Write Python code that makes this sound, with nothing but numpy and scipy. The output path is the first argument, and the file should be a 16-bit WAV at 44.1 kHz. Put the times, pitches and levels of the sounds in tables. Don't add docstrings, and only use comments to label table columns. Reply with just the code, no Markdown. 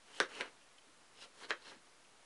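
import sys
import numpy as np
from scipy import signal
from scipy.fft import rfft, irfft, next_fast_len
from scipy.io import wavfile
from scipy.ndimage import map_coordinates

SR = 44100
rng = np.random.default_rng(int(sys.argv[2]) if len(sys.argv) > 2 else 0)


def field_ratio(decibels):
    return 10 ** (np.asarray(decibels, dtype=float) / 20)


def dump_mix(stems):
    frames = np.atleast_2d(stems).T
    limited = np.clip(frames, -1, 1)
    pcm = np.round(limited * 32767).astype(np.int16)
    wavfile.write(sys.argv[1], SR, pcm)


N = 99225


def unit(x):
    return x / np.sqrt(np.mean(x ** 2) + 1e-20)


def noise():
    return rng.standard_normal(N)


def along(points, hz):
    point_hz, value = np.transpose(points)
    return np.interp(np.log(hz + 1), np.log(point_hz + 1), value)


def filtered(x, response):
    size = next_fast_len(len(x) + SR // 2)
    hz = np.fft.rfftfreq(size, 1 / SR)
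    return irfft(rfft(x, size) * response(hz), size)[:len(x)]


def rings(peaks):
    def response(f):
        total = 0
        for k, (center, width, db) in enumerate(peaks):
            total = total + (-1) ** k * field_ratio(db) * 1j * f * width / (center * center - f * f + 1j * f * width)
        return total
    return response


def wobble(rate):
    knots = rng.standard_normal(int(N * rate / SR) + 4)
    return map_coordinates(knots, [np.arange(N) * rate / SR])


# pitch_hz [Hz], level_db [dB per Hz]
HUSH_COLOUR = [(12, -51), (20, -2.5), (32, -15.5), (259, -7), (288, -4.5), (338, -6), (874, -4.5),
               (971, -4), (11000, -16), (14300, -80), (22000, -120)]


def hush():
    low, high = (filtered(noise(), lambda f: field_ratio(along(HUSH_COLOUR, f))) for _ in range(2))
    low_share = lambda f: 1 / (1 + (f / 2500) ** 2)
    low = filtered(low, lambda f: np.sqrt(low_share(f)))
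    low = low * field_ratio(0.65 * wobble(6.34) + 0.27 * wobble(25.1))
    high = filtered(high, lambda f: np.sqrt(1 - low_share(f)))
    return field_ratio(-65.5) * unit(low + high)


def slips():
    slips_per_s, spread_db = 3000, 2
    caught = rng.random(N) < slips_per_s / SR
    strength = noise() * field_ratio(spread_db * rng.exponential(size=N))
    return unit(caught * strength) + 0.89 * noise()


# time_s [s], level_db [dB], blade_over_board_db [dB], wet_hiss_db [dB]
STROKES = [
    [(.06, -68, -4, 10), (.11, -65, -10, 8.5), (.16, -56, -0.5, 10.5), (.185, -52, 0, 9.5),
     (.198, -55, 0, 2)],
    [(.29, -58.5, -8, 5), (.35, -50, 2.5, 1), (.39, -47.5, -1, 2), (.406, -44.5, -10, -2),
     (.44, -54.5, -4, -8), (.48, -58.5, -9, 1), (.53, -83, -4, -3)],
    [(1.13, -75.5, 0, 8), (1.2, -59.5, 0.5, 8.5), (1.23, -53, 7.5, 8), (1.25, -58.5, 0, 10),
     (1.275, -75, 2, 8), (1.3, -78, 0, 2)],
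    [(1.34, -75, -8, 13), (1.4, -62.5, -5, 13.5), (1.43, -54, -2, 6.5), (1.45, -50, -4.5, 0.5),
     (1.48, -70, -3, -8), (1.495, -58.5, -8, 18), (1.503, -42.5, -2, 0)],
    [(1.6, -72.5, -6, 2), (1.65, -57.5, 1.5, 2), (1.69, -54.5, 1, 5.5), (1.725, -57, -10, 2.5),
     (1.765, -71, -8, 0), (1.81, -93, -5, -4)],
]
# pitch_hz [Hz], width_hz [Hz], level_db [dB]
STROKE_BLADE = [
    [(2920, 590, 4), (4000, 540, -3)],
    [(2420, 470, -1.5), (2920, 480, 1.5), (4400, 680, -4.5)],
    [(2870, 650, 0), (3990, 550, -0.5), (5270, 700, -2)],
    [(2910, 650, -1.5), (4420, 600, 0.5)],
    [(2870, 610, -0.5), (4210, 650, 1), (5470, 1200, -4.5)],
]
# pitch_hz [Hz], width_hz [Hz], level_db [dB]
RUBBED_BOARD = [(331, 177, -3), (485, 122, 1), (937, 300, -2), (1360, 336, -1), (1864, 660, -4)]
# pitch_hz [Hz], level_db [dB per Hz]
WET_HISS = [(200, -66), (1000, -17), (3000, 5), (6000, 2), (9000, -0.5), (11000, -7)]


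def stroke(points, blade_peaks):
    fade_in = (points[0][0] - .02, -90, 0, 0)
    fade_out = (points[-1][0] + 0.007, -90, 0, 0)
    time_s, *curves = np.array([fade_in, *points, fade_out]).T
    level_db, blade_db, hiss_db = (np.interp(np.arange(N) / SR, time_s, curve) for curve in curves)

    board = unit(filtered(slips(), rings(RUBBED_BOARD))) * field_ratio(2.1 * wobble(70))
    blade = unit(filtered(slips(), lambda f: rings(blade_peaks)(f) ** 2)) * field_ratio(1.05 * wobble(70))
    hiss = unit(filtered(slips(), lambda f: field_ratio(along(WET_HISS, f))))
    table = unit(filtered(noise(), lambda f: rings([(71, 120, 0)])(f) ** 2))

    edge = board * field_ratio(-blade_db / 2) + blade * field_ratio(blade_db / 2) + field_ratio(hiss_db - 8) * hiss
    table_db = -83 + 0.52 * (level_db + 55)
    return field_ratio(level_db - 4.5) * edge + field_ratio(table_db) * table


TAP_START = [.2013, .4091, 1.5063]
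# peak_db [dB], blade_delay_ms [ms], board_delay_ms [ms], blade_over_board_db [dB]
TAP_BALANCE = [
    (-14.5, 0, 0.53, -5),
    (-23, 0.018, 0.33, 5.5),
    (-21, 0.856, 0.088, 0),
]
# pitch_hz [Hz], width_hz [Hz], level_db [dB]
TAPPED_BOARD = [
    [(986, 790, -7), (1470, 520, 0), (1925, 430, -1.5)],
    [(1390, 540, -1.5), (2070, 400, 4.5)],
    [(1205, 950, -3.5), (1980, 1100, 0)],
]
# pitch_hz [Hz], width_hz [Hz], level_db [dB]
TAPPED_BLADE = [
    [(2690, 520, -11.5), (3750, 450, 1), (4530, 290, -1.5), (5570, 490, 0.5), (6340, 590, -3.5),
     (8560, 2100, -6)],
    [(2880, 740, -3), (3810, 270, -0.5), (4040, 330, -0.5), (6040, 800, -11.5), (8240, 540, -10.5)],
    [(2500, 440, -10.5), (3030, 240, -0.5), (3990, 420, -1.5), (5370, 460, -6.5), (6700, 1200, -12)],
]
THUD_LEVEL = [1, 3.5, 0]
# pitch_hz [Hz], width_hz [Hz], level_db [dB]
BOARD_THUD = [(343.5, 102, -5.5), (486, 100, -1), (616, 125, -11.5)]


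def tap(start_s, balance, board_peaks, blade_peaks, thud_db):
    peak_db, blade_ms, board_ms, blade_db = balance
    low_cut_hz, contact_s = 138, .00004

    def response(f):
        blow = (1j * f / (low_cut_hz + 1j * f)) ** 2 / (1 + 2j * np.pi * f * contact_s) ** 2
        late = lambda ms: np.exp(-2j * np.pi * f * (start_s + ms / 1000))
        blade = field_ratio(blade_db) * late(blade_ms) * rings(blade_peaks)(f)
        board = late(board_ms) * (rings(board_peaks)(f) + field_ratio(thud_db) * rings(BOARD_THUD)(f))
        return blow * (blade - board)

    x = filtered(np.arange(N) == 0, response)
    return field_ratio(peak_db) * x / np.abs(x).max()


TICK_START = [.782, .61, 1.622, 2.048, 2.228, 1.433, 1.765, 1.255, .87]
# level_db [dB], pitch_hz [Hz], life_s [s]
TICK_SOUND = [(-59, 3070, .008), (-67, 2800, 0.015), (-57, 4200, .002), (-64, 2540, 0.0052),
              (-65, 820, .008), (-45, 1630, 0.0028), (-61.5, 265, 0.0095), (-59, 520, .02),
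              (-65.5, 300, 0.027)]


def ticks():
    t = np.arange(N) / SR
    total = 0
    for start_s, (level_db, hz, life_s) in zip(TICK_START, TICK_SOUND):
        decay = (t > start_s) * np.exp(-np.abs(t - start_s) / life_s)
        total = total + field_ratio(level_db) * decay * unit(filtered(noise(), rings([(hz, hz * 0.13, 0)])))
    return total


# delay_s [s], level_db [dB]
WALL_ECHOES = [(.0043, -13), (.0068, -6), (.0092, -14), (0.0145, -18), (.0192, -24), (.0245, -27),
               (0.03, -16.5)]
# pitch_hz [Hz], t60_s [s]
TAIL_T60 = [(200, .14), (500, 0.2), (1400, 0.15), (3700, 0.18), (9700, .14)]
# pitch_hz [Hz], level_db [dB]
ROOM_TONE = [(150, 0.5), (480, -3), (800, -6), (1600, 0.5), (2600, -6.5), (4000, -9), (7000, -6.5),
             (11000, -6.5)]


def kitchen(x):
    tail_db, tail_delay_s = 1, .004
    scatter_db, scatter_t60_s = 2, 0.031

    hz, t, spectrum = signal.stft(rng.standard_normal(SR // 2), SR, nperseg=128)
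    decay = field_ratio(-60 * t / along(TAIL_T60, hz)[:, None])
    tail = signal.istft(spectrum * decay, SR, nperseg=128)[1]
    answer = np.pad(field_ratio(tail_db) * tail / np.linalg.norm(tail), (round(tail_delay_s * SR), 0))

    near = np.diff(rng.standard_normal(len(answer) + 1))
    near = near * field_ratio(-60 * np.arange(len(answer)) / SR / scatter_t60_s)
    answer = answer + field_ratio(scatter_db) * near / np.linalg.norm(near)
    for delay_s, level_db in WALL_ECHOES:
        answer[round(delay_s * SR)] += field_ratio(level_db)
    return filtered(signal.fftconvolve(x, answer)[:N], lambda f: field_ratio(along(ROOM_TONE, f)))


def scene():
    taps = [tap(*parts) for parts in zip(TAP_START, TAP_BALANCE, TAPPED_BOARD, TAPPED_BLADE, THUD_LEVEL)]
    small = sum(map(stroke, STROKES, STROKE_BLADE)) + ticks()
    landings = sum(hit + kitchen(hit) for hit in taps)
    mix = landings + small + field_ratio(-6.5) * kitchen(small) + hush()
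    return mix[None]


def roll_off(x):
    return signal.sosfilt(signal.butter(12, 11180, fs=SR, output="sos"), x)


def record(dry):
    mix = filtered(dry[0], lambda f: f < 11150)[None] - .0003
    return roll_off(mix)


dry = scene()
out = record(dry)
dump_mix(out)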